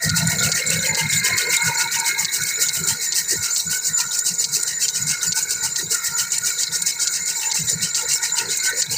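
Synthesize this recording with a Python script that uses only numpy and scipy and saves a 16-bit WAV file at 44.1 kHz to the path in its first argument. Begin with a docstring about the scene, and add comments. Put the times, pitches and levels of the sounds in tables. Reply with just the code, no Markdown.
"""A hissing steel rattle runs throughout: gears shake a belt-driven fodder cutter in an open yard. A blade
snaps as it bites in, each blade pass shears the feed with a crackling swish, and a loose plate chinks. A breeze
buffets the small microphone. The belt's riveted joint clacks over two pulleys, and the belt squeals in short
slips."""
import sys
import numpy as np
from scipy import signal
from scipy.fft import rfft, irfft, next_fast_len
from scipy.io import wavfile
from scipy.ndimage import uniform_filter1d

SR = 44100
rng = np.random.default_rng(int(sys.argv[2]) if len(sys.argv) > 2 else 0)


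def generate_wav(signal):
    """Clip the signal to [-1, 1] and save it as 16-bit WAV at the path in sys.argv[1]."""
    frames = np.transpose(np.atleast_2d(signal))
    scaled = np.clip(frames, -1, 1) * 32767
    pcm = np.round(scaled).astype(np.int16)
    wavfile.write(sys.argv[1], SR, pcm)


N = 395577


def gain_of(db):
    """Turns decibels into a number to multiply by."""
    return 10 ** (np.asarray(db) / 20)


def evened(x):
    """Scales a sound to an average strength (rms) of 1."""
    return x / np.sqrt(np.mean(x ** 2) + 1e-20)


def coloured(x, points):
    """Shapes the tone of x along (Hz, dB) points; strength 1."""
    point_hz, db = np.transpose(points)
    size = next_fast_len(N)
    hz = np.fft.rfftfreq(size, 1 / SR)
    gain = gain_of(np.interp(np.log(hz + 1), np.log(point_hz + 1), db))
    return evened(irfft(rfft(x, size) * gain, size)[:N])


def ring(x, hz, *widths):
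    """Rings x at one pitch, once for each width in Hz; narrower rings longer."""
    for width in widths:
        x = signal.lfilter(*signal.iirpeak(hz, hz / width, SR), x)
    return x


def glide(x, hz, width):
    """Rings x at a moving pitch; strength 1."""
    turn = np.exp(2j * np.pi * np.cumsum(hz) / SR)
    fade = [1, -np.exp(-np.pi * width / SR)]
    return evened((turn * signal.lfilter([1], np.convolve(fade, fade), x / turn)).real)


def drift(per_s):
    """A random curve, about 1 in size, that turns per_s times a second."""
    steps = np.clip(rng.standard_normal(int(N / SR * per_s) + 2), -1.7, 1.7)
    return np.interp(np.arange(N) / SR * per_s, np.arange(len(steps)), steps)


def crackle(per_s, spread_db):
    """Scattered clicks, a few of them larger; strength 1."""
    size = gain_of(spread_db * np.minimum(rng.exponential(1, N), 3))
    return evened(size * rng.choice([-1., 1.], N) * (rng.random(N) < per_s / SR))


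def patchy(x, depth_db, frames, bins):
    """Random patches in time and pitch give the noise a watery, warbling texture."""
    hz, _, spectrum = signal.stft(x, SR, nperseg=256, noverlap=192)
    depth_db = depth_db / (1 + (hz[:, None] / 10000) ** 4)  # the top octave stays smooth
    blobs = uniform_filter1d(rng.standard_normal(spectrum.shape), frames, 1)
    blobs = evened(uniform_filter1d(blobs, bins, 0))
    return evened(signal.istft(spectrum * gain_of(depth_db * blobs), nperseg=256, noverlap=192)[1][:N])


def add(mix, s, sound):
    """Mixes a sound in at s seconds."""
    at = round(s * SR)
    part = mix[max(at, 0):][:len(sound) + min(at, 0)]
    part += sound[max(-at, 0):][:len(part)]


def bouts(rows, rest_db, rest_hz=0, edge_s=0.038):
    """A level that swells from rest for each row, and the pitch held meanwhile."""
    level, hz = np.full(N, gain_of(rest_db)), np.full(N, float(rest_hz))
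    for s, length, db, *pitch in rows:
        size = round((length + edge_s) * SR)
        swell = signal.windows.tukey(size, min(2 * edge_s * SR / size, 1))
        add(level, s - edge_s / 2, gain_of(db) * swell)
        add(hz, s - edge_s / 2, np.full(size, pitch[0] - rest_hz if pitch else 0.))
    return level, hz


# The two-bladed flywheel. Each value: time in seconds of every sixth blade pass.
FLYWHEEL_S = [.047, .86, 1.672, 2.487, 3.314, 4.142, 4.968, 5.795, 6.613, 7.433, 8.251, 9.067]


def pass_time(number):
    """When a given blade pass comes, in seconds."""
    return np.interp(number, 6 * np.arange(len(FLYWHEEL_S)), FLYWHEEL_S)


def passes_done():
    """The running count of blade passes."""
    return np.interp(np.arange(N) / SR, FLYWHEEL_S, 6 * np.arange(len(FLYWHEEL_S)), left=0)


# The tone of the hiss. Each row: pitch in Hz, level in dB.
HISS_TONE = [(1760, -51), (3000, -28), (3520, -54), (3830, -23), (3970, -34), (4230, -6.5), (5750, -5),
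             (6950, 6), (8950, -3.5), (11500, -46), (12800, -8), (14800, -3), (16000, -4)]


def chaff_hiss():
    """Chaff and small parts fizz all the time, heard between the cuts."""
    hiss = coloured(0.2 * crackle(1500, 6.6) + rng.standard_normal(N), HISS_TONE)
    return patchy(hiss, 8.9, frames=19, bins=3) * gain_of(-35 + 8.2 * drift(40))


# The tone of the yard. Each row: pitch in Hz, level in dB.
YARD_TONE = [(200, 14), (600, 5), (1200, 16), (2500, -60), (3400, -42), (5000, -4)]


def yard_rumble():
    """The yard's dull, uneven background noise."""
    return gain_of(-57) * patchy(coloured(rng.standard_normal(N), YARD_TONE), 4.3, frames=38, bins=1)


# How hard the frame shakes. Each row: time in seconds, then gear, upper ring and side panel levels in dB.
FRAME_SHAKE = [(0.0, -41, -41, -36), (0.27, -32, -33, -34.5), (1.37, -39.5, -26.5, -34),
               (1.42, -30.5, -28, -32), (2.12, -35.5, -30, -42), (2.27, -51, -34, -42),
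               (2.37, -32.5, -32.5, -43.5), (3.32, -47.5, -42.5, -38.5), (3.49, -35.5, -40, -42),
               (3.65, -52, -48, -54), (3.72, -35, -40, -40), (3.8, -42, -45, -49), (3.9, -35.5, -51, -40),
               (4.45, -50, -49, -51.5), (4.5, -38.5, -45, -62), (4.57, -45, -45, -40.5),
               (5.02, -45, -47, -45.5), (5.15, -38, -33, -46), (5.27, -43, -48, -41.5),
               (5.45, -39.5, -38, -51), (5.82, -36.5, -48, -43), (5.87, -55, -44, -62),
               (5.97, -35.5, -41.5, -38.5), (6.87, -43.5, -40.5, -47.5), (7.62, -44.5, -42.5, -43),
               (8.47, -37, -39, -39.5), (8.57, -44.5, -33.5, -51), (8.69, -30, -36, -31.5),
               (8.92, -47.5, -41, -51), (8.97, -54, -41, -47)]
# Loose hood and legs buzz. Each row: start and length in seconds, level in dB, pitch in Hz.
HOOD_BUZZES = [(0.165, 0.11, -39, 920), (0.304, 0.023, -41, 924), (0.882, 0.19, -36, 909),
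               (1.244, 0.13, -38.5, 1032), (1.465, 0.088, -42, 980), (1.576, 0.3, -35, 938),
               (1.96, 0.12, -35.5, 924), (2.154, 0.075, -40, 910), (2.897, 0.048, -40, 902),
               (3.985, 0.035, -38, 975), (5.373, 0.03, -45, 906), (5.63, 0.043, -38.5, 895),
               (6.123, 0.055, -43.5, 940), (7.384, 0.17, -40.5, 904), (7.99, 0.09, -41.5, 904),
               (8.208, 0.064, -40.5, 925), (8.323, 0.15, -39.5, 930), (8.674, 0.036, -40.5, 907),
               (8.928, 0.033, -38, 900)]
LEG_BUZZES = [(0.031, 0.056, -37.5, 490), (0.32, 0.19, -37.5, 507), (0.592, 0.43, -40.5, 500),
              (1.246, 0.12, -42, 444), (1.4, 0.11, -35.5, 460), (1.677, 0.083, -39.5, 490),
              (2.08, 0.062, -47, 403), (2.567, 0.077, -42, 480), (2.805, 0.072, -45, 397),
              (3.315, 0.043, -38, 417), (4.559, 0.048, -43.5, 386), (5.798, 0.047, -42.5, 370),
              (5.898, 0.066, -50, 433), (7.698, 0.046, -36, 475), (8.033, 0.03, -45, 474),
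              (8.4, 0.12, -44, 410), (8.717, 0.088, -39.5, 479), (8.921, 0.024, -44, 481)]
# The chute buzzes. Each row: start and length in seconds, level in dB.
CHUTE_BUZZES = [(0.009, 0.075, -41), (0.189, 0.065, -45), (0.278, 0.23, -40.5), (0.551, 0.032, -43),
                (1.28, 0.034, -41), (1.635, 0.032, -51), (2.76, 0.03, -47)]
# The side panel, then the chute. Each row: pitch and width in Hz.
PANEL_RINGS = [(1879, 173), (673, 110)]
# Weaker frame rings. Each row: pitch and width in Hz, dB relative to the upper ring.
WEAK_RINGS = [(1630, 82, -9.5), (2470, 120, -15), (1166, 320, -22), (374, 52, -24)]
# Each value: width in Hz of the gear, hood, upper and leg ring.
MOVING_WIDTHS_HZ = [91, 68, 97, 125]
TEETH_PER_S, GEAR_HZ, UPPER_HZ = 48.9, 1449.3, 2163


def frame_rattle():
    """Gear teeth knock and grind, ringing sheet steel whose pitches shift as it flexes."""
    times, *columns = np.transpose(FRAME_SHAKE)
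    gear_db, upper_db, panel_db = [np.interp(np.arange(N) / SR, times, db) for db in columns]
    tooth_rate = TEETH_PER_S * (1 + 0.0312 * drift(4.3))
    teeth = gain_of(2.1 * np.cos(2 * np.pi * np.cumsum(tooth_rate) / SR))
    jolt = np.cos(2 * np.pi * (passes_done() - .05))  # every blade pass jolts the steel
    heave = np.cos(np.pi * (passes_done() - 1.15))  # the flywheel loads the gears once a turn
    knocks = teeth * (.5 * crackle(500, 1.0) + rng.standard_normal(N))
    moving = [(gain_of(gear_db + 2.06 * heave + 4.0 * drift(9)), GEAR_HZ + 35 * drift(7)),
              bouts(HOOD_BUZZES, rest_db=-52.5, rest_hz=926),
              (gain_of(upper_db + 0.66 * jolt + 1.65 * drift(7.2)), UPPER_HZ + 42 * drift(8)),
              bouts(LEG_BUZZES, rest_db=-53, rest_hz=450.5)]
    out = np.zeros(N)
    for (level, hz), width in zip(moving, MOVING_WIDTHS_HZ):
        out += level * gain_of(2.97 * drift(40)) * glide(knocks, hz, width)
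    panel_levels = [gain_of(panel_db + 3.5 * jolt), bouts(CHUTE_BUZZES, rest_db=-65)[0]]
    for level, (hz, width) in zip(panel_levels, PANEL_RINGS):
        out += level * gain_of(4.5 * drift(25)) * evened(ring(knocks, hz, width, width))
    for hz, width, db in WEAK_RINGS:
        level = gain_of(upper_db + db + 1.9 * jolt + 5.1 * drift(14))
        out += level * evened(ring(knocks, hz, width, width))
    return out


# Snaps as a blade bites into the feed, just before its pass. Each row: start in seconds, peak in dB, pitch in
# Hz.
STALK_SNAPS = [(0.027, -28, 7720), (0.2294, -20, 6100), (0.55, -12, 6300), (0.664, -13, 8000),
               (0.8262, -22.5, 7940), (1.0899, -15, 7900), (1.4945, -19, 7100), (1.9865, -11, 6960),
               (2.1856, -27, 7030), (2.7307, -13, 7500), (2.837, -12.5, 6960), (3.548, -13, 7000),
               (3.6671, -24, 7180), (3.8349, -24, 7120), (4.2637, -12.5, 7030), (4.339, -16, 6850),
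               (4.388, -20, 7000), (4.4882, -20, 6940), (4.81, -26, 7070), (5.229, -9, 6340),
               (5.4266, -17, 7300), (5.906, -16, 7260), (6.0334, -32, 7000), (6.1787, -23, 5950),
               (6.319, -8.5, 7060), (6.862, -10, 7040), (6.9975, -17, 6450), (7.2197, -22, 6800),
               (7.543, -12, 6500), (7.6806, -17, 7080), (7.7812, -22, 7110), (8.0526, -30, 7070),
               (8.087, -14, 6470), (8.229, -15, 7170), (8.5989, -15, 7100)]


def stalk_snaps():
    """A stalk breaks with a sharp burst of noise that rings briefly."""
    out, t = np.zeros(N), np.arange(1300) / SR
    for s, db, hz in STALK_SNAPS:
        burst = rng.standard_normal(len(t)) * np.exp(-t / 0.012) * (1 - np.exp(-t / 0.00037))
        splash = ring(ring(burst, 7100, 3400, 3400), 6900, 4500)
        snap = ring(burst, hz, 900, 900) + .5 * splash
        add(out, s, gain_of(db) * snap / abs(snap).max())
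    return out


# The tone of the swish. Each row: pitch in Hz, level in dB.
SWISH_TONE = [(2600, -27.5), (3400, -43), (3800, -7.5), (5500, -2), (7240, 0), (8200, -0.5), (9500, -7.5),
              (10700, -11.5), (12500, -10.5), (15300, -2)]
# The two blades. Each row: level of the swish's body in dB, treble lift in dB.
BLADE_LEVELS = [(-22, -.5), (-20, 1)]
# The swish's treble. Each row: time in seconds, level in dB.
SWISH_TREBLE = [(0, -24), (.5, -24.5), (1.3, -26), (2.3, -23.5), (3.5, -26.5), (4.9, -27.5), (6.75, -28),
                (8, -31), (8.97, -27.5)]
# Thick stalks crunch. Each value: level in dB for one blade pass.
PASS_CRUNCH_DB = [-49, -33, -39, -31, -30, -28, -32, -27, -33, -28.5, -30, -28, -39, -33.5, -30.5, -35.5,
                  -40, -42, -40, -36, -37, -32.5, -47, -36, -42, -34, -48, -36, -49, -35, -40, -39.5, -45,
                  -39, -40, -32, -38, -31, -38, -36.5, -40, -38, -46, -39, -42, -34, -32, -35, -41, -47,
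                  -37, -40, -41, -36, -31, -33, -49, -32, -33, -34.5, -36, -26.5, -37, -36, -44, -34]
CRUNCH_HZ, CRUNCH_SPREAD_HZ, STALKS_PER_PASS = 2754, 247, 5


def blade_cuts():
    """Stalks crack and hiss as a blade sweeps the mouth; thrown chaff trails after."""
    t = np.arange(-.05, .12, 1 / SR)
    rise = 1 / (1 + np.exp(-(t + 0.02) / 0.0047))
    sweep = rise / (1 + np.exp((t - .018) / 0.0049))
    trail = gain_of(-4) * rise * (1 - sweep) * gain_of(-170 * t)
    shape = sweep + trail
    body, treble, crunch = np.zeros((3, N))
    for k, crunch_db in enumerate(PASS_CRUNCH_DB):
        harder, brighter = rng.standard_normal(2)
        s, (db, lift_db) = pass_time(k), BLADE_LEVELS[k % 2]
        treble_db = np.interp(s, *np.transpose(SWISH_TREBLE))
        add(body, s + t[0], gain_of(db + 1.2 * harder) * shape)
        add(treble, s + t[0], gain_of(treble_db + lift_db + 1.5 * brighter) * shape ** 0.82)
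        add(crunch, s + t[0] + 0.0083, gain_of(crunch_db) * shape ** 1.4)
    shear = coloured(0.46 * crackle(3000, 1.1) + 0.85 * rng.standard_normal(N), SWISH_TONE)
    shear = patchy(shear, 2.9, frames=9, bins=2) * gain_of(1.7 * drift(150))
    low = signal.sosfiltfilt(signal.butter(4, 9000, fs=SR, output="sos"), shear)
    # thick stalks crack lower and ring the cutter plate, each at a new pitch
    stalk_number = (STALKS_PER_PASS * passes_done()).astype(int)
    pitch = CRUNCH_HZ + CRUNCH_SPREAD_HZ * rng.standard_normal(N)[stalk_number]
    cracks = crackle(900, 4.3) + .5 * rng.standard_normal(N)
    crunch *= evened(glide(cracks, pitch, 170) + 0.86 * glide(cracks, np.full(N, 2800.), 1300))
    return body * evened(low) + treble * evened(shear - low) + crunch


# The plate chinks four times a blade pass. Each row: time in seconds, usual peak in dB.
CHINK_LEVELS = [(0, -19.5), (1, -20), (1.6, -19.5), (2.6, -22.5), (3.3, -29), (4.5, -36), (5.7, -33),
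                (6.6, -26.5), (7.5, -28), (8.97, -23.5)]
# The loudest chinks. Each row: start in seconds, peak in dB, pitch in Hz.
LOUD_CHINKS = [(0.3916, -16, 3800), (.42, -16, 3780), (0.827, -19, 4080), (1.414, -13.5, 3920),
               (1.5692, -16, 3800), (3.1777, -19, 4300), (3.5955, -12, 3950), (4.1076, -21, 3860),
               (5.2087, -19, 3880), (5.7932, -18.5, 3940), (6.5819, -19.5, 3840), (6.668, -17.5, 4120),
               (7.68, -17, 3860), (8.2953, -20.5, 4010), (8.4996, -20, 3840), (8.597, -20, 4310)]
CHINK_HZ, CHINK_SPREAD_HZ, CHINK_SPREAD_DB = 4043, 150, 2
JOINT_CHINK_DB, JOINT_CHINK_HZ = -26.5, 4270  # set off by the belt joint on the far pulley


def loose_plate():
    """Thin, shaken steel gives soft-edged pings over faint chatter."""
    tooth_rate = TEETH_PER_S * (1 + 0.056 * drift(7.4))
    ticks = np.cos(2 * np.pi * np.cumsum(tooth_rate) / SR)  # one tick a gear tooth
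    chatter = crackle(1200, 2) * gain_of(7 * ticks + 3 * drift(30))
    out = gain_of(-41) * glide(chatter, 4000 + 130 * drift(30), width=124)
    t = np.arange(1800) / SR
    beats = pass_time(np.arange(0, 66, .25))
    louder, higher = rng.standard_normal((len(beats), 2)).T
    peak_db = np.interp(beats, *np.transpose(CHINK_LEVELS)) + CHINK_SPREAD_DB * louder
    regular = list(zip(beats - .003, peak_db, CHINK_HZ + CHINK_SPREAD_HZ * higher))
    from_joint = [(s, JOINT_CHINK_DB, JOINT_CHINK_HZ) for s, _ in JOINT_CLACKS[::2]]
    for s, db, hz in regular + from_joint + LOUD_CHINKS:
        burst = rng.standard_normal(len(t)) * np.exp(-t / 0.01) * (1 - np.exp(-t / 0.0016))
        ping = ring(burst, hz, 450, 640, 720)
        add(out, s, gain_of(db) * ping / abs(ping).max())
    return out


# Puffs of breeze. Each row: start and length in seconds, level in dB.
PUFFS = [(.06, 0.132, -25.5), (.21, 0.081, -22.5), (.33, 0.18, -27), (.52, 0.073, -38), (.66, 0.19, -31),
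         (.9, 0.052, -30), (1.02, 0.072, -29.5), (1.14, 0.093, -25.5), (1.29, .08, -32), (1.48, .05, -47),
         (1.62, 0.093, -39), (1.83, 0.043, -38), (1.95, 0.047, -45), (2.21, 0.052, -40),
         (2.39, 0.074, -41.5), (2.65, 0.065, -45), (2.78, 0.058, -34.5), (2.89, 0.064, -35.5),
         (3.34, 0.077, -37), (3.66, 0.056, -37), (3.89, .04, -44), (4.05, 0.052, -43), (4.31, .03, -47),
         (4.44, 0.15, -50), (4.7, .05, -48), (5, 0.13, -35), (5.27, .06, -38), (5.41, 0.032, -50),
         (5.55, 0.18, -49), (5.82, 0.07, -45), (6.09, 0.029, -42), (6.21, .04, -55), (6.37, .11, -46),
         (6.7, .05, -48), (6.8, 0.046, -47), (7.18, 0.059, -45), (7.6, .08, -33.5), (7.73, .04, -33),
         (7.8, 0.045, -34), (8.06, 0.026, -47), (8.43, .1, -43.5), (8.87, .12, -37)]
# The tone of the breeze. Each row: pitch in Hz, level in dB.
BREEZE_TONE = [(15, -58), (25, -27), (70, -11), (100, 0.5), (130, 0.5), (157, -4.5), (190, -1.5),
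               (217, -4.5), (296, -23.5), (330, -43), (430, -56), (730, -120)]


def breeze():
    """Air buffets the microphone in low, booming lumps."""
    noise = rng.standard_normal(N)
    lumps = coloured(noise, BREEZE_TONE) + 0.81 * glide(noise, 160 + 12 * drift(12), width=31.4)
    level, _ = bouts(PUFFS, rest_db=-53.5, edge_s=0.057)
    return evened(lumps * gain_of(2.8 * drift(24))) * level


# The joint hits the far and near pulley in turn. Each row: time in seconds, peak in dB.
JOINT_CLACKS = [(0.0937, -3), (0.2718, -3), (0.5182, -3), (0.7023, -4), (0.9472, -5), (1.1328, -5),
                (1.3793, -5), (1.5653, -3), (1.8124, -5), (1.9984, -6), (2.2473, -3), (2.4349, -7),
                (2.6863, -4), (2.8719, -5), (3.1233, -4), (3.3094, -7), (3.5624, -4), (3.7474, -8),
                (4.0024, -4), (4.1904, -5), (4.4424, -3), (4.6314, -5), (4.8828, -4), (5.0684, -9),
                (5.3218, -4), (5.5074, -6), (5.7603, -5), (5.9464, -7), (6.1958, -5), (6.3824, -5),
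                (6.6338, -3), (6.8209, -4), (7.0728, -3), (7.2574, -10), (7.5153, -4), (7.6969, -4),
                (7.9473, -4), (8.1339, -4), (8.3828, -5), (8.5709, -7), (8.8204, -3)]
# Rivet blows, far pulley then near. Each row: delay in seconds, level in dB, share (0-1) for the rim.
RIVET_BLOWS = [
    [(0, 2.5, 0.4), (.0011, -4, 0.4), (.0021, 2, 0.4), (.0034, -11, 0.5), (.005, 0.5, 0), (.0068, 1.5, 0),
     (.0082, 1, 0.1), (.012, -3, 0.1)],
    [(0, 0, 0.6), (.0008, -4.5, .7), (.0016, 2, .4), (.0026, 1.5, .4), (.0045, 5.5, .7), (.0075, -6, 0.7),
     (.012, -16, .5)],
]
# How the far and near pulley ring, rim first. Each row: pitch and width in Hz, level in dB.
PULLEY_RINGS = [
    [(7380, 180, 12), (4500, 850, 4.5), (6250, 1370, -0.5), (7170, 1320, 1), (3130, 2500, -17)],
    [(7160, 470, 11), (4340, 900, -5.5), (5820, 1050, -5.5), (8540, 670, 3), (9270, 1500, -5),
     (12900, 7000, -18)],
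]


def belt_joint():
    """Rivets strike in a quick row, ringing the pulley's body and setting its rim singing."""
    out = np.zeros(N)
    for k, (s, db) in enumerate(JOINT_CLACKS):
        (rim_hz, rim_width, rim_db), *body = PULLEY_RINGS[k % 2]
        body_blows, rim_blows = np.zeros((2, 1200))
        for delay, rivet_db, share in RIVET_BLOWS[k % 2]:
            late, harder = rng.standard_normal(2)
            blow = gain_of([rivet_db + 1.6 * harder])
            add(body_blows, abs(delay + 0.00025 * late), (1 - 0.25 * share) * blow)
            rim_cycles = round(rim_hz * abs(delay + 0.0002 * late))  # in step with the ring
            add(rim_blows, rim_cycles / rim_hz, share * blow)
        clack = gain_of(rim_db) * ring(rim_blows, rim_hz, rim_width, 2 * rim_width)
        for j, (hz, width, ring_db) in enumerate(body):
            clack += (-1) ** j * gain_of(ring_db) * ring(body_blows, hz, width, 2 * width)
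        add(out, s - .0008, gain_of(db) * clack / abs(clack).max())
    return out


# Two small slips a belt lap. Each row: pulley (0 far, 1 near), seconds before its clack,
# length in seconds, level in dB.
SMALL_SLIPS = [(0, 0.157, 0.023, -30), (1.004, .03, 0.022, -30)]
# A slip just before the far clack, from the third lap on. Each value: one lap's level in dB.
MAIN_SLIP_DB = [-22.5, -32, -31, -22.5, -24, -24.5, -26, -23, -22, -26, -22, -26, -24.5, -29, -27, -22.5,
                -31, -22.5, -28]
# Slips out of step with the joint. Each row: start and length in seconds, level in dB.
STRAY_SLIPS = [(1.177, 0.014, -26.5), (1.495, .015, -29), (2.536, 0.054, -27), (3.341, 0.021, -38),
               (3.666, 0.029, -25), (3.784, 0.02, -27), (3.873, 0.025, -25), (4.113, .013, -26),
               (4.18, 0.06, -27), (4.75, 0.04, -26), (5.014, 0.029, -25.5), (5.426, 0.025, -25),
               (5.543, 0.023, -25), (5.98, 0.019, -31), (6.06, .014, -35), (7.198, 0.035, -30),
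               (7.616, 0.016, -24), (7.725, 0.028, -22.5), (8.054, 0.017, -28), (8.487, .012, -27),
               (8.516, .014, -23), (8.603, .034, -28), (8.802, 0.0091, -21)]
SQUEAL_HZ, SMALL_FROM_S, MAIN_LEAD_S, MAIN_LENGTH_S = 7030, .8, 0.065, 0.049


def belt_squeal():
    """The belt grips and slips: wavering whistles over a faint, constant whine."""
    slips = [(s - lead, length, db) for pulley, lead, length, db in SMALL_SLIPS
             for s, _ in JOINT_CLACKS[int(pulley)::2] if s > SMALL_FROM_S]
    slips += [(s - MAIN_LEAD_S, MAIN_LENGTH_S, db)
              for (s, _), db in zip(JOINT_CLACKS[4::2], MAIN_SLIP_DB)]
    level = gain_of(-44.5 + 8.5 * drift(28))
    hz = SQUEAL_HZ + 50 * drift(25)
    for s, length, db in slips:
        late, longer, louder = rng.standard_normal(3)
        swell = signal.windows.tukey(round(length * np.exp(.2 * longer) * SR), .4)
        add(level, s + 0.0051 * late, gain_of(db + 1.4 * louder) * swell)
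    for s, length, db in STRAY_SLIPS:
        add(level, s - .003, gain_of(db) * signal.windows.tukey(round((length + 0.003) * SR), .4))
    tone = np.sin(2 * np.pi * np.cumsum(hz + 22 * drift(250) + 14 * drift(45)) / SR)
    scrape = glide(rng.standard_normal(N), hz + 250 * drift(35), width=220)
    whistle = np.sqrt(2) * tone * gain_of(3.4 * drift(220))
    return level * (whistle + 0.12 * scrape) + gain_of(-44.5 + 9.6 * drift(30)) * scrape


def scene():
    """All the sounds in one channel, a few metres away in the open."""
    machine = blade_cuts() + stalk_snaps() + belt_joint() + belt_squeal() + frame_rattle() + loose_plate()
    return (machine + breeze() + chaff_hiss() + yard_rumble())[None]


def record(dry):
    """The microphone's small opening dips the low treble; the highest treble is cut off."""
    dipped = dry - 0.45 * ring(dry, 3427, 600)
    treble_cut = signal.firwin(1023, cutoff=15520, window=("kaiser", 9), fs=SR)
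    return signal.oaconvolve(dipped, treble_cut[None], "same")


dry = scene()
out = record(dry)
generate_wav(out)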